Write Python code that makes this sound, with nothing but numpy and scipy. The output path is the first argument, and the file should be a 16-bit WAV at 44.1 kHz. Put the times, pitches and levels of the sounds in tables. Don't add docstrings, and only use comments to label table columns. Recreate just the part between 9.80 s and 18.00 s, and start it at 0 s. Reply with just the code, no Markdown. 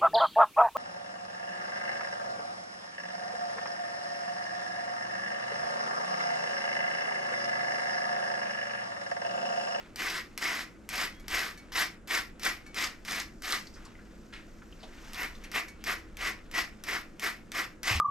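import sys
import numpy as np
from scipy import signal
from scipy.fft import rfft, irfft, next_fast_len
from scipy.io import wavfile
from scipy.ndimage import map_coordinates

SR = 44100
rng = np.random.default_rng(int(sys.argv[2]) if len(sys.argv) > 2 else 0)


def ratio(d):
    e = np.asarray(d, float) / 20
    return 10 ** e


def master_out(mix):
    frames = np.transpose(np.atleast_2d(mix))
    ceiling = np.clip(frames, -1, 1)
    pcm = np.round(ceiling * 32767).astype(np.int16)
    wavfile.write(sys.argv[1], SR, pcm)


N = 361619


def rms_one(x):
    return x / np.sqrt(np.mean(x ** 2) + 1e-20)


def at_hz(points, hz):
    table_hz, value = np.array(points).T
    return np.interp(np.log(hz + 1), np.log(table_hz + 1), value)


def drift(rate):
    r = np.exp(-2 * np.pi * rate / SR)
    noise = rng.standard_normal(N + SR)
    return rms_one(signal.lfilter([1], [1, -2 * r, r * r], noise)[SR:])


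def resonate(x, hz, width):
    r = np.exp(-np.pi * width / SR)
    zeros = np.array([1, 0, -1]) * (1 - r * r) / 2
    poles = [1, -2 * r * np.cos(2 * np.pi * hz / SR), r * r]
    return signal.lfilter(zeros, poles, x + 1e-18)


def body(x, modes):
    return sum((-1) ** k * ratio(db) * resonate(x, hz, width) for k, (hz, width, db) in enumerate(modes))


def ring(s, db, hz, t60):
    t = np.maximum(np.arange(N) / SR - s, 0)
    return ratio(db - 60 * np.minimum(t / t60, 4)) * np.sin(2 * np.pi * hz * t)


def snags(per_s, spread_db, clump_db):
    sizes = ratio(spread_db * np.minimum(rng.exponential(1, N), 4)) * rng.choice([-1, 1], N)
    slipping = rng.random(N) < per_s / SR
    return rms_one(sizes * slipping * ratio(clump_db * drift(73)))


def bursts(events, decay_s, sharp, rise_s=.0001):
    start = np.zeros(N)
    start[[round(e[0] * SR) for e in events]] = ratio([e[1] for e in events])
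    fall, rise = np.exp(-1 / (decay_s * SR)), np.exp(-1 / (rise_s * SR))
    decaying = signal.lfilter([1], [1, -fall], start + 1e-18)
    shape = signal.lfilter([1 - rise], [1, -rise], decaying)
    return sharp * start + shape * rng.standard_normal(N)


# t/s, tick peak level/dB, pad centre as the pull ends f/Hz, digging-in time/s,
# sizzle of the tips level/dB
LANDINGS = [(0.1592, -28.5, 1810, 0.019, -12), (0.5771, -23, 1850, 0.017, -13),
            (1.0902, -26, 1820, 0.076, -11), (1.4816, -28.5, 1700, 0.062, -10),
            (1.92, -43, 1830, 0.017, -11.5), (2.2736, -48, 1830, 0.028, -9.5),
            (2.596, -37, 1820, 0.023, -8.5), (2.9444, -31.5, 2020, 0.029, -15),
            (3.25, -36, 1860, .012, -13.5), (3.6214, -32, 1700, 0.032, -12), (5.3332, -32, 1860, 0.068, -7),
            (5.716, -33, 2070, .018, -10), (6.0402, -29.5, 1760, 0.017, -9.5), (6.37, -33, 1890, 0.03, -13),
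            (6.7135, -37, 2030, 0.0076, -12), (7.0378, -30.5, 1700, 0.026, -10),
            (7.396, -30, 1770, 0.01, -9), (7.7185, -28.5, 1800, 0.014, -10.5),
            (8.0316, -26.5, 2540, 0.073, -14)]
# level at the bite/dB, level at letting go/dB, landing-to-bite time/s,
# pull time/s, wires minus pad level/dB
PULLS = [(-34.5, -38, 0.036, 0.19, -5.5), (-31.5, -39, .047, 0.19, -5.5),
         (-35.5, -32.5, 0.056, 0.091, -4.5), (-30, -40.5, 0.068, 0.14, -5.5),
         (-31, -29.5, 0.038, 0.065, -3.5), (-32.5, -32, 0.039, 0.068, -4.5), (-38.5, -27, 0.04, 0.032, -4),
         (-36.5, -32, 0.031, 0.067, -3), (-36.5, -37, 0.034, 0.12, -3.5), (-40.5, -32, 0.019, .11, -3),
         (-36.5, -37.5, 0.059, 0.058, -9), (-31, -30.5, 0.032, .032, -8.5), (-33, -32.5, 0.031, 0.05, -7.5),
         (-37.5, -31, 0.04, 0.065, -7.5), (-37.5, -28.5, 0.029, 0.047, -6.5),
         (-32.5, -34, 0.05, 0.077, -8.5), (-34, -31, 0.03, 0.048, -6.5), (-35.5, -31, 0.032, 0.055, -7),
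         (-29, -33.5, 0.057, 0.077, -5)]


def brush():
    pad_db, wire_db, tip_db, centre_hz = strokes()
    slips = snags(5000, 1, clump_db=.8)
    hairs = slips + 0.39 * snags(9000, 4.4, clump_db=5.0)
    raking = rms_one(pad(slips, centre_hz)) + ratio(wire_db) * wires(hairs, tip_db)
    return ratio(pad_db) * raking + landing()


def strokes():
    release_s, release_db, trail_s, trail_db = 0.063, -17.5, 0.096, -18
    settle_db, arch_db = -14.5, 1
    t = np.arange(N) / SR
    pad_db, wire_db, tip_db, centre_hz = np.full(N, -120.), np.zeros(N), np.zeros(N), np.full(N, 2000.)
    for (land, _, end_hz, dig, sizzle_db), (bite_db, go_db, wait, pull, wiry_db) in zip(LANDINGS, PULLS):
        steps = [0, max(wait - dig, 0), min(dig, wait), pull / 2, pull / 2, release_s, trail_s]
        s = land + np.cumsum(steps)
        inside = (t >= s[0]) & (t <= s[-1])
        now = t[inside]
        light_db, out_db = bite_db + settle_db, go_db + release_db
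        middle_db = (bite_db + go_db) / 2 + arch_db
        levels = [light_db, light_db, bite_db, middle_db, go_db, out_db, out_db + trail_db]
        pad_db[inside] = np.interp(now, s, levels)
        wire_db[inside] = wiry_db + np.interp(now, s, [3, 3, 0, 0, 0, 0, -5.5])
        tip_db[inside] = sizzle_db
        centre_hz[inside] = np.interp(now, s[[2, 4, 5]], [2020, end_hz, 1900])
    return pad_db, wire_db, tip_db, centre_hz


# f/Hz, bandwidth/Hz, level/dB
PAD = [(329, 152, -7.5), (740, 94, -3.5), (970, 160, -4), (1200, 156, -0.5), (1385, 68, -3),
       (1523, 84, -4.5), (1700, 148, -5), (1830, 165, -4), (1988, 114, -3), (2160, 157, -5.5),
       (2383, 218, -4), (2570, 340, -5), (3060, 350, -12.5)]


def pad(slips, centre_hz):
    flicker, out = [drift(30), drift(18.0), drift(28)], 0
    for k, (hz, width, db) in enumerate(PAD):
        off_centre = np.minimum(np.log2(hz / centre_hz) ** 2, .4)
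        gain = ratio(db - 25.2 * off_centre + 0.75 * flicker[k % 3])
        out = out + (-1) ** k * gain * resonate(slips, hz, width)
    return out


# f/Hz, bandwidth/Hz, level/dB
WIRES = [(3500, 1200, 1), (5200, 940, 5), (6100, 2650, -2), (8800, 1300, -17)]
# f/Hz, bandwidth/Hz, level/dB
TIPS = [(10860, 3000, -2.5), (12700, 2900, 8)]


def wires(hairs, tip_db):
    snaps = .6 * hairs + snags(1500, 4.8, clump_db=2)
    shafts = 0
    for k, (hz, width, db) in enumerate(WIRES):
        shafts = shafts + (-1) ** k * ratio(db + 0.89 * drift(43)) * resonate(hairs, hz, width)
    return rms_one(shafts) + ratio(tip_db) * rms_one(body(snaps, TIPS))


# f/Hz, bandwidth/Hz, level/dB
TICK = [(2000, 1160, -0.5), (5870, 860, 0), (8000, 620, -4.5), (12400, 2000, -8.5)]


def landing():
    tick = bursts(LANDINGS, decay_s=0.0014, sharp=4.5)
    spread = bursts(LANDINGS, decay_s=.009, sharp=0)
    return ratio(3.0) * body(tick + 0.36 * spread, TICK)


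# t/s, peak level/dB, ring f/Hz
KNOTS = [(0.2997, -28, 5060), (0.377, -30.5, 3840), (0.3825, -39, 5270), (1.099, -36, 4940),
         (1.5917, -22, 3950), (2.3493, -23.5, 5270), (2.6332, -27, 5190), (3.071, -29, 4300),
         (3.3082, -34, 5580), (3.3202, -29, 5740), (3.3996, -26.5, 5360), (3.6491, -38, 3520),
         (3.7228, -18, 4100), (5.345, -31, 3610), (5.4312, -36, 6130), (8.166, -36, 3980)]


def knots():
    out = 0
    for s, db, hz in KNOTS:
        crack = bursts([(s, db)], decay_s=0.0034, sharp=2.2)
        out = out + ratio(4.5) * resonate(crack, hz, 0.39 * hz)
    return out


# start t/s, end t/s, level/dB, from f/Hz, to f/Hz
SQUEAK = (1.335, 1.395, -61, 3240, 3310)


def squeak():
    start, end, db, from_hz, to_hz = SQUEAK
    t = np.arange(N) / SR
    shape = np.interp(t, [start, start + .004, end, end + .05], [0, 1, .7, 0])
    hz = np.interp(t, [start, end], [from_hz, to_hz])
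    return ratio(db) * shape * np.sin(2 * np.pi * np.cumsum(hz) / SR)


# t/s, peak level/dB, ring f/Hz, bandwidth/Hz, fade/s
TAPS = [(3.869, -43, 4630, 1500, 0.0058), (3.937, -51.5, 5200, 2000, 0.022), (3.96, -47, 1390, 800, 0.043),
        (4.049, -53, 4420, 4900, 0.012), (4.055, -43, 970, 400, 0.012), (4.152, -43, 2020, 600, 0.0036),
        (4.185, -45, 1600, 500, 0.018), (4.523, -42, 1720, 1850, 0.051), (4.538, -42.5, 3180, 2500, 0.002),
        (4.818, -41.5, 1410, 600, 0.009), (4.925, -40.5, 2800, 500, 0.0044), (4.998, -56, 4530, 1200, 0.03),
        (5.025, -43, 567, 500, 0.038), (5.028, -47.5, 3080, 2200, 0.019), (5.551, -52, 3500, 2930, 0.005),
        (5.637, -42, 1820, 1410, 0.021), (6.0, -57.5, 2200, 2500, 0.041)]


def taps():
    out = 0
    for s, db, hz, width, fade_s in TAPS:
        puff = bursts([(s, db)], fade_s, sharp=0.01 / fade_s, rise_s=0.14 * fade_s)
        out = out + resonate(resonate(puff, hz, 1.08 * width), hz, 1.08 * width)
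    return ratio(10.5) * out


# t/s, peak level/dB, brightness/(dB per octave)
CLINKS = [
    (1.3972, -61, 0),
    (1.7749, -54.5, -3),
    (2.8644, -57, -4),
    (5.6376, -52.5, -0.5),
    (5.882, -53, -1.5),
]
# f/Hz, level/dB, t60/s
CLASP = [(1750, 1, .12), (2250, 3, .3), (3700, -5, .14), (4350, -1, .16), (5720, -1, .14), (5900, -5, .1),
         (6550, -4, .12), (7500, -6, .1), (11330, -2, .1), (14800, -3, .03)]


def clasp():
    luck, out = rng.normal(-1, 2, (len(CLINKS), 12)), 0
    for k, (hz, level_db, t60) in enumerate(CLASP):
        touches, width = np.zeros(N), np.log(1000) / np.pi / (0.66 * t60)
        touch_db = np.array(CLINKS) @ [0, 1, np.log2(hz / 4000)] + level_db + luck[:, k]
        touches[[round(c[0] * SR) for c in CLINKS]] = ratio(touch_db)
        out = out + resonate(touches, hz, width) * SR / (2 * np.pi * width)
    scrape = bursts(CLINKS, decay_s=.018, sharp=.5, rise_s=.001)
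    return out + ratio(7) * resonate(scrape, 5000, 4000)


# t/s, rustle
# level/dB, dry hair minus cloth level/dB
RUSTLE = [(0.0, -46, -20), (0.09, -59.5, -4), (0.5, -61, -2), (1.0, -64, -3), (1.36, -60.5, -1),
          (1.8, -55.5, -6), (2.25, -67, -15), (2.88, -56, -5), (3.5, -66.5, 6), (3.86, -62, 9),
          (4.06, -54, -6), (4.2, -61.5, 0.5), (4.91, -61, 2.5), (5.04, -56.5, -1.5), (5.28, -49, 0),
          (6.0, -59.5, -7), (7.0, -60, -2), (8.0, -64, -2)]


def rustle():
    s, low_db, dry_db = np.transpose(RUSTLE)
    t = np.arange(N) / SR
    grains = snags(6000, 1.14, clump_db=2.0)
    low = rms_one(resonate(body(grains, [(696, 770, -7.5), (1600, 3100, -8.0)]), 960, 2600))
    fine = snags(9000, 2.6, clump_db=1.5)
    hiss = resonate(resonate(fine, 5400, 3600), 5400, 4400)
    air = resonate(resonate(fine, 11800, 3500), 11800, 3500)
    high = rms_one(hiss + ratio(-10) * air)
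    cloth = ratio(np.interp(t, s, low_db) - 4.5) * low
    return cloth + ratio(np.interp(t, s, low_db + dry_db) - 11) * high


# f/Hz, left minus right level/dB
LEFT_LOUDER = [(60, -4), (180, -2), (550, 0.5), (1650, 1), (4970, 0), (15000, 5.5)]
# f/Hz, phase/rad
LEFT_LEADS = [(100, 0.56), (900, -0.54), (2400, -0.82), (5000, -0.68), (12000, -0.44)]
# f/Hz, t60/s
ROOM_T60 = [(300, 0.31), (2000, 0.23), (6000, 0.2), (13000, 0.13)]


def room(x):
    size = next_fast_len(N + SR // 2)
    hz, t = np.fft.rfftfreq(size, 1 / SR), np.arange(SR // 2) / SR
    half = ratio(at_hz(LEFT_LOUDER, hz) / 2) * np.exp(.5j * at_hz(LEFT_LEADS, hz))
    noise, tail = rng.standard_normal((2, 2, len(t))), 0
    for low in 100 * 2. ** np.arange(8):
        octave = signal.butter(2, [low, min(2 * low, .45 * SR)], "band", fs=SR, output="sos")
        decay = ratio(-60 * t / at_hz(ROOM_T60, 2.4 * low)) * (t > .002)
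        lively = (low / 1600) ** 0.13
        tail = tail + signal.sosfilt(octave, noise) * decay * lively
    tail = ratio(-6.5) * tail / np.sqrt(np.sum(tail ** 2) / 4)
    place = 2.06 * drift(3.1)
    moving = rfft(x * np.array([np.cos(place), np.sin(place)]), size)[:, None]
    both = rfft(x, size) + np.sum(moving * rfft(tail, size), axis=0)
    left, right = irfft(both * np.array([half, 1 / half]), size)[:, :N]
    swing = 0.33 * drift(5.1)
    return np.array([left, map_coordinates(right, [np.arange(N) + swing], order=3, mode="nearest")])


# t/s, peak level/dB, ring f/Hz, t60/s
THUDS = [
    (8.11, -27.5, 105, 0.22),
    (8.152, -26, 77, 0.48),
]


def thuds():
    deep = signal.lfilter([.03], [1, -.97], sum(ring(*thud) for thud in THUDS))
    return deep + 0.74 * resonate(deep * np.abs(deep) * 30, 200, 60)


# f/Hz, level/(dB per Hz)
HUM = [(8.8, -52), (15, 3), (34, -2), (60, -6), (135, -28), (214, -11.5), (393, -17), (429, -20),
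       (481, -17.5), (991, -31.5), (1440, -25.5), (3970, -58), (7080, -42.5), (12600, -58), (15000, -70)]
# f/Hz, bandwidth/Hz, boost/dB
HUM_MODES = [(118, 40, 12), (168.6, 28, 9.5), (215.5, 7.9, 7.5), (324.2, 32, 7)]
# f/Hz, correlation/1
HUM_LIKENESS = [(40, 1), (130, 0.76), (300, 0.89), (700, 0.51), (8000, 0.38)]
# t/s, level/dB
RUMBLE = [(0.0, -59), (0.31, -56), (0.74, -57.5), (1.28, -53.5), (1.5, -47), (1.77, -55.5), (2.6, -52.5),
          (3.29, -55), (3.47, -49), (3.76, -55.5), (4.01, -50), (4.37, -53.5), (5.0, -51), (5.6, -51),
          (5.9, -53), (6.37, -49.5), (7.6, -56), (8.05, -54)]


def hum():
    hz = np.fft.rfftfreq(N, 1 / SR)
    tones_db = sum(db / (1 + (2 * (hz - f) / width) ** 2) for f, width, db in HUM_MODES)
    alike = np.clip(at_hz(HUM_LIKENESS, hz), 0, 1)
    mid, side = rfft(rng.standard_normal((2, N))) * ratio(at_hz(HUM, hz) + tones_db)
    both = np.sqrt(1 + alike) * mid + np.sqrt(1 - alike) * side * [[1], [-1]]
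    bass, rest = irfft(both * (hz < 95), N), irfft(both * (hz >= 95), N)
    s, swell_db = np.transpose(RUMBLE)
    swell = ratio(np.interp(np.arange(N) / SR, s, swell_db))
    return swell * rms_one(bass) + ratio(-53.5) * rms_one(rest)


def scene():
    near = brush() + knots() + squeak() + taps() + clasp() + rustle()
    return room(near) + thuds() + hum()


def roll_off(x):
    return signal.sosfilt(signal.butter(12, 16510, fs=SR, output="sos"), x)


def record(dry):
    mix = signal.sosfilt(signal.butter(10, 14200, fs=SR, output="sos"), dry)
    return roll_off(mix)


dry = scene()
out = record(dry)
master_out(out)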